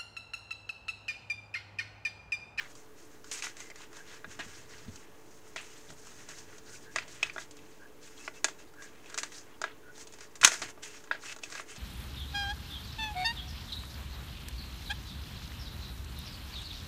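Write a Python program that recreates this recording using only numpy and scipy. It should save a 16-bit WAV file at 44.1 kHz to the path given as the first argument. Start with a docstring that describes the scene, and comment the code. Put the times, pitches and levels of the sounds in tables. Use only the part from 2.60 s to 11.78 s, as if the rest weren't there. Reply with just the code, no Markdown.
"""A small room with a wooden table: hands turn and crease a folded paper figure, close to a microphone.
Creases snap as ringing pops with torn-fibre noise; sliding fingers are coloured noise that swells and crackles.
Some finger rubs whistle as narrow noise in a resonance near the microphone; arms bump the table with
dying low tones over a rumble. A fan hums faintly as shaped noise with wavering tones; electronics whine thinly.
"""
import sys
import numpy as np
from scipy import signal
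from scipy.io import wavfile
from scipy.ndimage import uniform_filter1d

SR = 44100
rng = np.random.default_rng(int(sys.argv[2]) if len(sys.argv) > 2 else 0)


def rack_gain(trim_db):
    """Turn a fader trim in dB into the linear factor to multiply a signal by."""
    fader = np.asarray(trim_db, float)
    return 10 ** (fader / 20)


def generate_wav(signal):
    """Clip the signal to [-1, 1] and save it as 16-bit WAV at the path in sys.argv[1]."""
    frames = np.transpose(np.atleast_2d(signal))
    scaled = np.clip(frames, -1, 1) * 32767
    pcm = np.round(scaled).astype(np.int16)
    wavfile.write(sys.argv[1], SR, pcm)


N = 404838  # length in samples

# Creases giving way: t/s, level/dB, pitch of the buckling panel f/Hz,
# treble crack relative level/dB, low knock relative level/dB
SNAPS = [(0.153, -51, 1090, -3.5, -14), (0.643, -43, 1400, -9.5, -40), (0.714, -28, 2860, -8.5, -40),
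         (0.823, -24.5, 2380, -14, -40), (0.868, -25.5, 2050, -22, -32), (0.968, -39.5, 2000, -9, -13),
         (1.003, -36, 2010, -9.5, -14), (1.101, -35, 1970, -14, -15), (1.158, -37, 2000, -14.5, -27),
         (1.205, -44.5, 960, -12, -32), (1.218, -45, 2200, -8, -30), (1.33, -42, 1650, -14.5, -13),
         (1.369, -39.5, 1640, -11.5, -23), (1.644, -27, 1700, -30.5, -15), (1.791, -31, 1610, -17, -10),
         (2.358, -52, 1610, 0.5, -40), (2.961, -25, 2000, -17.5, -14), (2.967, -26, 3000, -22, -25),
         (3.303, -41.5, 1420, -10, -6), (3.469, -43.5, 1150, -8, -18), (3.688, -43, 1780, -4, -4),
         (3.982, -46, 1640, -7, -8), (4.36, -14, 1900, -16.5, -18.5), (4.385, -16, 2200, -22, -40),
         (4.479, -40, 2670, -14, -13), (4.629, -8.5, 2600, -20, -26.5), (4.697, -25, 2200, -28, -28),
         (4.762, -27.5, 1430, -37, -8), (4.781, -21.5, 1670, -25, -17), (4.91, -53.5, 2720, 2, -24),
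         (4.968, -48.5, 1490, -7, -13), (4.99, -41.5, 2560, -20, -23), (5.678, -16.5, 2000, -37, -19),
         (5.844, -11, 1900, -10.5, -16.5), (5.884, -28.5, 1680, -14.5, -12), (6.138, -48.5, 1410, -14, -26),
         (6.222, -37, 1680, -13, -19), (6.459, -39.5, 2510, -17.5, -19), (6.499, -39, 1600, -11, -24),
         (6.525, -36, 2060, -28, -24), (6.543, -30.5, 1540, -11, -16), (6.577, -25.5, 1700, -8, -23),
         (6.585, -24, 1800, -9, -23), (6.632, -20.5, 1890, -12.5, -20), (6.72, -38, 1850, -14, -28),
         (7.016, -23.5, 1430, -13, -9.5), (7.04, -15.5, 1670, -23.5, -17), (7.379, -47.5, 1650, -6, -4),
         (7.471, -45.5, 3120, -3, -9), (7.524, -50, 2600, -4, -20), (7.537, -45, 2330, -5.5, -8),
         (7.586, -43, 2020, -11, -10), (7.607, -37, 1990, -12, -16), (7.755, -41.5, 1820, -6.5, -23),
         (7.813, -23.5, 2000, -9, -20), (7.831, -8.5, 1650, -20, -28), (7.838, -5.5, 2710, -19, -31),
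         (7.847, -1.5, 1650, -6, -36), (7.873, -20, 1400, -11, -23), (7.875, -13.5, 1550, -9.5, -37),
         (7.918, -24.5, 2090, -13, -12), (7.94, -29.5, 1660, -8, -11), (8.018, -27, 1820, -10.5, -8.5),
         (8.176, -41.5, 1210, -23, -4), (8.232, -29.5, 3100, -14, -37), (8.44, -44, 1660, -11, -14),
         (8.474, -41, 1670, -20, -22), (8.512, -10, 1570, -45, -26), (8.548, -29, 1550, -27, -12),
         (8.636, -36, 1660, -22, -17), (8.658, -34, 2630, -14, -22), (8.696, -30, 2600, -18, -32),
         (8.724, -30, 2600, -14, -30), (8.763, -39, 1430, -10, -7), (8.787, -40, 1620, -13, -20),
         (8.835, -24, 2860, -14.5, -21), (8.901, -43, 1420, -6, -14), (8.924, -30, 2030, -14.5, -21),
         (8.952, -27, 1650, -18, -40), (8.978, -32, 2250, -24, -16), (8.997, -25.5, 1660, -25, -14.5),
         (9.162, -39, 3180, -12, -12)]
# Fixed resonances of the microphone body that colour snaps and rubbing:
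# f/Hz, relative level/dB, time to fall 60 dB t/s
MICROPHONE_MODES = [(1170, -4, .03), (1430, 5, 0.01), (1660, -3.5, 0.035), (2030, -5.5, 0.047),
                    (2600, 5.5, 0.015), (3100, -17, 0.033), (3790, -3, 0.025), (4680, -10, 0.036)]
# Arms meeting the table: t/s, thud level/dB, f/Hz, time to fall 60 dB t/s, rumble level/dB
BUMPS = [(1.672, -45, 96, 0.12, -59), (1.794, -36.5, 306, 0.066, -56), (1.86, -42, 102, 0.08, -59),
         (2.283, -33.5, 90, 0.08, -48), (3.298, -48, 120, 0.095, -54.5), (5.848, -40, 293, 0.08, -66),
         (7.849, -27, 332, 0.038, -52), (8.03, -38, 325, 0.087, -52)]


def evened(x):
    """Scales a sound to an rms of 1."""
    return x / np.sqrt(np.mean(x ** 2) + 1e-20)


def read(points, hz):
    """Reads a table between its points, on a log-frequency axis."""
    f, value = np.transpose(points)
    return np.interp(np.log(hz + 1), np.log(f + 1), value)


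def add(mix, s, sound):
    """Mixes a sound in at s seconds."""
    part = mix[round(s * SR):][:len(sound)]
    part += sound[:len(part)]


def colour(points):
    """Makes a filter of energy 1 with the given spectrum, which responds only after its input."""
    level_db = np.maximum(read(points, abs(np.fft.fftfreq(4096, 1 / SR))), -70)
    log_gain = np.log(rack_gain(level_db))
    # The Hilbert transform finds the phase that puts the response as early as possible
    taps = np.fft.ifft(np.exp(np.conj(signal.hilbert(log_gain)))).real[:1024]
    return taps / np.linalg.norm(taps)


def through(x, taps):
    """Passes a sound through a filter, keeping its length."""
    return signal.oaconvolve(x, taps)[:len(x)]


def resonate(x, hz, width):
    """Shifts hz down to zero, smooths, shifts back: a resonance of gain 1, width in Hz."""
    turn = np.exp(2j * np.pi * np.cumsum(hz * np.ones(len(x))) / SR)
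    r = np.exp(-np.pi * width / SR)
    smooth = signal.lfilter([1 - r], [1, -r], x / turn)
    return 2 * (turn * smooth).real


def resonate_twice(x, hz, width):
    """Two equal resonances in a row cut away more of the sound beside the pitch."""
    return resonate(resonate(x, hz, width), hz, width)


def ring(hz, t60, t):
    """One mode: a sine that falls 60 dB in t60 seconds."""
    return rack_gain(-60 * t / t60) * np.sin(2 * np.pi * hz * t)


def modes(table, t):
    """An object's modes ring together, each with its own pitch, level and decay."""
    return sum(rack_gain(db) * ring(hz, t60, t) for hz, db, t60 in table)


def tents(base_db, s, db, rise, fall):
    """Gain over time: the power of a base plus one swell per event, 20 dB down at its rise and fall times."""
    roundness = 1.6  # 1 = pointed swells; higher = a move holds its level, then stops short
    t = np.arange(0, N + 32, 32) / SR
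    away = t - np.asarray(s)[:, None]
    before = -away / np.c_[np.maximum(rise, .002)]
    after = away / np.c_[np.maximum(fall, .002)]
    slope = np.where(away < 0, before, after)
    power = rack_gain(np.c_[db] - 20 * slope ** roundness) ** 2
    return np.sqrt(rack_gain(base_db) ** 2 + np.interp(np.arange(N) / SR, t, power.sum(0)))


def fan():
    """Steady air noise with slight patches, and fuzzy fan tones made of narrow noise."""
    # Fan air and hiss: f/Hz, relative level per Hz/dB
    air_spectrum = [(12, -43), (20, -5.5), (32, -19.5), (155, -13), (188, -40.5), (217, -10.5), (339, -4),
                    (391, -7.5), (437, -5), (547, -13), (1170, -15.5), (2280, -29), (6630, -31),
                    (15700, -32), (16100, -63)]
    # Fuzzy fan tones: f/Hz, level/dB, width of each resonance f/Hz
    hum_tones = [(293, -69, 15.3), (580, -74.5, 13), (879, -77, 6.7), (1080, -82, 5.4)]
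    air_db = -59
    frames, hz = N // 512 + 5, np.fft.rfftfreq(2048, 1 / SR)
    a, b, patches = rng.standard_normal((frames, len(hz), 3)).T
    # Smooth across 12 frequency bins, then 8 time frames; the patches vary by 1 dB rms
    patches = evened(uniform_filter1d(uniform_filter1d(patches, 12, 0), 8, 1))
    z = (a + 1j * b) * rack_gain(read(air_spectrum, hz)[:, None] + 1.0 * patches)
    noise = signal.istft(z, nperseg=2048, noverlap=1536)[1][:N]
    air = rack_gain(air_db) * evened(noise)
    waver = rng.standard_normal(N)
    return air + sum(rack_gain(db) * evened(resonate_twice(waver, f, width)) for f, db, width in hum_tones)


def blade():
    """The clearest fan tone wavers slightly in pitch and level; electronics add a thin, even whine."""
    blade_hz, blade_db = 434.7, -62
    whine_hz, whine_db = 14955, -78
    drift, swell = (evened(uniform_filter1d(v, 3000)) for v in rng.standard_normal((2, N)))
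    tone_phase = 2 * np.pi * np.cumsum(blade_hz + 3.07 * drift) / SR  # 3.07 Hz rms of drift
    whine_phase = 2 * np.pi * np.cumsum(whine_hz + 40 * drift) / SR
    tone = rack_gain(blade_db + 1.5 * swell) * np.sin(tone_phase)
    return tone + rack_gain(whine_db) * np.sin(whine_phase)


def rumble():
    """Arms shifting on the table make low noise near 101 Hz that swells around each bump."""
    # Rumble between the bumps: t/s, level/dB
    quiet_rumble = [(0.0, -67), (1.45, -67), (2.14, -61), (2.4, -67), (3.4, -66), (3.55, -63), (4.76, -63),
                    (4.86, -67), (9.18, -67)]
    rise_s, fall_s = .05, .075  # over 20 dB around a bump
    s, *_, db = np.transpose(BUMPS)
    low = resonate_twice(rng.standard_normal(N), 101, 148)
    between_db = np.interp(np.arange(N) / SR, *np.transpose(quiet_rumble))
    return tents(between_db, s, db, rise_s + 0 * s, fall_s + 0 * s) * evened(low)


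def grit(per_s, spread_db):
    """Friction: tiny slips of uneven size at random moments over smooth noise."""
    size = rack_gain(spread_db * np.minimum(rng.exponential(1, N), 4)) * rng.choice([-1, 1], N)
    slips = size * (rng.random(N) < per_s / SR)
    return evened(evened(slips) + 0.96 * rng.standard_normal(N))


def crackle(low_hz, high_hz, per_s):
    """Small patches of the sheet let go at random; each is a brief noise flurry in one of 8 pitch bands."""
    out, t = np.zeros(N), np.arange(1500) / SR
    flurry_shape = (1 - np.exp(-t / 0.0021)) * np.exp(-t / 0.012)
    for hz in np.geomspace(low_hz, high_hz, num=8):
        size = rack_gain(3.5 * np.minimum(rng.exponential(1, N), 4))
        catches = size * (rng.random(N) < per_s / SR)  # per_s holds for each band
        flurry = through(catches, flurry_shape) * rng.standard_normal(N)
        band = signal.butter(2, [0.84 * hz, 1.173 * hz], "band", fs=SR, output="sos")
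        out += evened(signal.sosfilt(band, flurry))
    return evened(out)


def slide():
    """Skin drags low, loudest at the touched panel's pitch; paper edges hiss; both crackle."""
    # Finger moves on the sheet: peak t/s, dull drag of skin level/dB, bright hiss of paper on paper level/dB,
    # rise over 20 dB t/s, fall over 20 dB t/s
    moves = [(0.0, -47, -57, .01, .11), (0.11, -64, -60, .08, .06), (0.17, -66, -59, .03, .12),
             (0.385, -64, -60, .03, .16), (0.52, -66, -63, .04, .12), (0.68, -62, -57, .05, .08),
             (0.716, -46, -42, .005, .12), (0.79, -48, -45, .1, .035), (0.842, -39.5, -40, .025, .05),
             (0.89, -52, -53, .05, .06), (1.008, -53, -51.5, .06, .07), (1.07, -59, -58, .06, .06),
             (1.225, -53, -57, .1, .07), (1.37, -57, -56, .08, .1), (1.515, -52.5, -56, .1, .13),
             (1.716, -53, -53.5, .05, .09), (1.797, -39, -51, .008, .05), (1.85, -57, -56, .06, .15),
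             (1.97, -56.5, -55, .2, .12), (2.11, -55, -57, .05, .25), (2.36, -63, -59, .15, .12),
             (2.41, -62, -70, .03, .2), (2.76, -68, -62, .25, .1), (2.87, -65, -63, .06, .2),
             (2.963, -41, -51, .004, .09), (3.06, -58, -56, .12, .4), (3.31, -60, -57, .06, .06),
             (3.39, -66, -59, .04, .1), (3.47, -58, -56, .07, .22), (3.61, -59, -57, .12, .12),
             (3.71, -49, -49, .04, .04), (3.79, -58, -53, .15, .09), (3.94, -58, -59, .15, .09),
             (4.09, -61, -57, .08, .06), (4.148, -58, -48.5, .06, .055), (4.23, -62, -59, .06, .07),
             (4.33, -61, -58, .04, .1), (4.374, -43, -53, .025, .1), (4.486, -60, -56, .015, .12),
             (4.555, -62, -58, .06, .06), (4.6, -56, -60, .2, .06), (4.63, -44, -52, .006, .11),
             (4.737, -62, -58, .015, .03), (4.82, -52, -49.5, .08, .045), (5.05, -66, -67, .4, .4),
             (5.436, -58, -55, .03, .16), (5.603, -60, -56, .1, .15), (5.665, -60, -54, .08, .05),
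             (5.765, -57, -55.5, .035, .06), (5.86, -49, -51, .02, .1), (5.995, -57, -57, .02, .075),
             (6.235, -58, -54, .05, .08), (6.33, -63, -72, .2, .2), (6.52, -55, -59, .14, .1),
             (6.583, -45, -46, .015, .06), (6.645, -52, -53, .04, .07), (6.755, -57, -50.5, .07, .1),
             (6.88, -63, -72, .12, .2), (7.045, -47, -64, .025, .1), (7.37, -62, -58, .06, .05),
             (7.416, -54, -47, .05, .035), (7.55, -63, -63, .12, .1), (7.625, -55, -54, .035, .055),
             (7.757, -58, -54, .004, .035), (7.816, -50, -46, .004, .1), (7.852, -29, -27.5, .025, .035),
             (7.88, -35, -34, .03, .03), (7.935, -41.5, -39.5, .08, .075), (8.0, -54, -52, .04, .04),
             (8.022, -39, -43, .006, .06), (8.1, -48, -49, .06, .025), (8.236, -46, -46, .015, .09),
             (8.34, -56, -55.5, .12, .16), (8.517, -44, -59, .006, .08), (8.665, -49, -47, .07, .09),
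             (8.72, -46, -51, .08, .025), (8.844, -51, -52, .03, .08), (8.92, -51, -50, .04, .12),
             (8.99, -47, -50.5, .1, .06), (9.105, -49.5, -52, .05, .07), (9.17, -52, -55, .04, .05)]
    # Skin dragging on paper: f/Hz, relative level per Hz/dB
    drag_spectrum = [(290, -42.5), (500, -9), (749, -7), (1060, -4.5), (1640, 1.5), (2160, -1.5),
                     (2570, -2.5), (3270, -2.5), (5000, -11), (6500, -20), (11000, -120)]
    # Paper hissing on paper: f/Hz, relative level per Hz/dB
    hiss_spectrum = [(1760, -17), (3000, -20.5), (3430, -12), (3760, -7), (6530, 4.5), (7160, 1.5),
                     (8600, -5.5), (10500, -15.5), (15300, -23), (16300, -68)]
    hold_drag_db, hold_hiss_db = -67, -72  # hands merely holding the figure
    usual_hz, follow = 1900, .6  # usual panel pitch; share by which it follows the nearest snaps
    flutter_db, flutter_s = .8, .012  # uneven finger pressure: rms, smoothing time

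    s, drag_db, hiss_db, rise, fall = np.transpose(moves)
    t, skin = np.arange(N) / SR, grit(1700, 3.7)
    snap_hz = np.interp(t, *np.transpose(SNAPS)[[0, 2]])
    panel_hz = (1 - follow) * usual_hz + follow * snap_hz
    broad = through(skin, colour(drag_spectrum))
    panel = evened(resonate(broad, panel_hz, 1650))
    microphone = evened(through(skin, modes(MICROPHONE_MODES, t[:3000])))
    drag = 0.58 * broad + 0.84 * panel + .25 * microphone
    hiss = through(grit(2500, 2.8), colour(hiss_spectrum))
    drag = drag + .5 * crackle(1230, 4200, 9.0)
    hiss = hiss + .5 * crackle(3660, 7860, 9.0)

    width = round(flutter_s * SR)
    pressure = uniform_filter1d(uniform_filter1d(rng.standard_normal(N), width), width)
    flutter = rack_gain(flutter_db * evened(pressure))
    moving_drag = tents(hold_drag_db, s, drag_db, rise, fall) * evened(drag)
    moving_hiss = tents(hold_hiss_db, s, hiss_db, rise, fall) * evened(hiss)
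    return flutter * (moving_drag + moving_hiss)


def snaps():
    """A panel buckles with a short pop and a low knock; fibres crack and the crumple dies after it."""
    # Cracking fibres: f/Hz, relative level per Hz/dB
    crack_spectrum = [(1760, -22), (3000, -8.5), (4750, -6.5), (5280, -7), (6440, -2), (7520, -5.5),
                      (8850, -13), (11300, -25), (15600, -29), (16300, -41)]
    # Low modes of the knocked figure: f/Hz, relative level/dB, time to fall 60 dB t/s
    knock_modes = [(391, -2.5, 0.05), (644, 5, 0.025), (822, 0.5, 0.023)]
    # Crumple's 60 dB fall: longer for softer snaps and for more torn fibre
    crumple_s, soft_s_per_db, crack_s_per_db = .032, .00033, .0005
    t, out, crack = np.arange(4500) / SR, np.zeros(N), 1.68 * colour(crack_spectrum)
    microphone = modes(MICROPHONE_MODES, t)
    low = modes(knock_modes, t) * (1 - np.exp(-t / 0.00052))
    chance = rng.standard_normal((len(SNAPS), 2, len(t)))
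    for (s, db, hz, crack_db, knock_db), (slips, fibres) in zip(SNAPS, chance):
        fade_s = np.clip(crumple_s - soft_s_per_db * db + crack_s_per_db * crack_db, .004, .2)
        fade = rack_gain(-60 * t / fade_s)
        start = (1 - np.exp(-t * hz * 0.81)) ** 2  # the panel needs about a cycle to give way
        pop = 4.8 * ring(hz, 6.5 / hz, t)  # falls 60 dB in 6.5 cycles
        crumple = rack_gain(-11) * fade * evened(resonate_twice(slips, hz, 1750))
        overtone = rack_gain(-21) * fade * evened(resonate_twice(slips, 2.02 * hz, 1100))
        panel = signal.lfilter(*signal.butter(2, 4.0 * hz, fs=SR), start * (pop + crumple + overtone))
        rung = rack_gain(-34.5) * through(panel, microphone)  # modes near the panel's pitch ring most
        top_hz = np.clip(14000 + 400 * crack_db, 4000, 16000)  # a weaker crack is also duller
        tear = signal.lfilter(*signal.butter(2, top_hz, fs=SR), through(fibres * fade, crack))
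        add(out, s, rack_gain(db) * (panel + rung + rack_gain(knock_db) * low + rack_gain(crack_db) * tear))
    return out


def strokes():
    """Finger rubbing, heard through a resonance near the microphone, is a fuzzy gliding whistle."""
    # Rubbing fingertip: start t/s, length t/s, level/dB, resonance at start f/Hz, at end f/Hz
    rubs = [(0.99, .045, -55, 2000, 2010), (1.05, .045, -61, 2050, 2020), (1.097, .028, -51, 2030, 2040),
            (1.345, .09, -55.5, 1600, 1610), (4.045, .125, -59, 1520, 1480), (4.23, .1, -57, 1620, 1660),
            (5.185, .09, -56, 1540, 1610), (5.585, .09, -59, 2570, 2700), (5.75, .05, -62, 2670, 2700),
            (5.98, .05, -62, 2650, 2700), (6.148, .145, -54, 1570, 1630), (7.215, .12, -56.5, 1500, 1480),
            (8.27, .09, -61, 2670, 2690), (8.65, .085, -51, 2570, 2620)]
    edge = .55  # share of a stroke spent swelling and fading
    out = np.zeros(N)
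    noises = rng.standard_normal((len(rubs), N // 20))
    for (s, length, db, first_hz, last_hz), noise in zip(rubs, noises):
        hz = np.linspace(first_hz, last_hz, round(length * SR))
        whistle = resonate_twice(noise[:len(hz)], hz, 165)
        add(out, s, rack_gain(db) * evened(whistle) * signal.windows.tukey(len(hz), edge))
    return out


def bumps():
    """The table top thuds softly: a low tone and a shorter one 2.3 times higher."""
    t, out = np.arange(9000) / SR, np.zeros(N)
    soft_start = 1 - np.exp(-t / 0.0028)
    for s, db, hz, t60, _ in BUMPS:
        thud = ring(hz, t60, t) + 1.3 * ring(2.3 * hz, 0.49 * t60, t)
        add(out, s, rack_gain(db) * soft_start * thud)
    return out


def room(x):
    """Single near echoes, then sparse taps of random sign, each band dying at its own speed."""
    # Echoes off the table top and near things: delay t/s, level against the direct sound/dB
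    near_echoes = [(.0042, -14.5), (0.011, -28.5)]
    # Reverberation of the room: f/Hz, time to fall 60 dB t/s
    room_decay = [(300, 0.45), (1500, 0.18), (6000, 0.17), (12000, 0.16)]
    taps = np.zeros(SR // 2)
    at = np.arange(300, len(taps) - 20, 20)
    taps[at + rng.integers(0, 20, len(at))] = rng.choice([-1., 1.], len(at))
    hz, t, z = signal.stft(taps, SR, nperseg=128)
    fading = z * rack_gain(-60 * t / read(room_decay, hz)[:, None])
    tail = signal.istft(fading, SR, nperseg=128)[1]
    tail *= rack_gain(-16) / np.linalg.norm(tail)
    tail[0] += 1  # the direct sound
    for s, db in near_echoes:
        tail[round(s * SR)] += rack_gain(db)
    return through(x, tail / np.linalg.norm(tail))


def scene():
    """Paper and table sound in the room over the fan; the light sheet radiates little bass."""
    no_bass = signal.butter(2, 450, "high", fs=SR, output="sos")
    paper = signal.sosfilt(no_bass, snaps() + slide() + strokes())
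    return (room(paper + bumps()) + rumble() + fan() + blade())[None]


def top_cut(x):
    """Nothing passes above the cut-off."""
    return signal.sosfilt(signal.butter(12, 16410, fs=SR, output="sos"), x)


def record(dry):
    """The converter adds a steady bias and flattens the loudest peaks; then the top treble is cut."""
    bias, ceiling = .0026, .9  # of full scale
    clipped = np.clip(dry + bias, -ceiling, ceiling)
    low_pass = signal.firwin(255, 16300, fs=SR)[None]  # edge in Hz
    finished = signal.oaconvolve(clipped, low_pass, "same")
    return top_cut(finished)


dry = scene()
out = record(dry)
generate_wav(out)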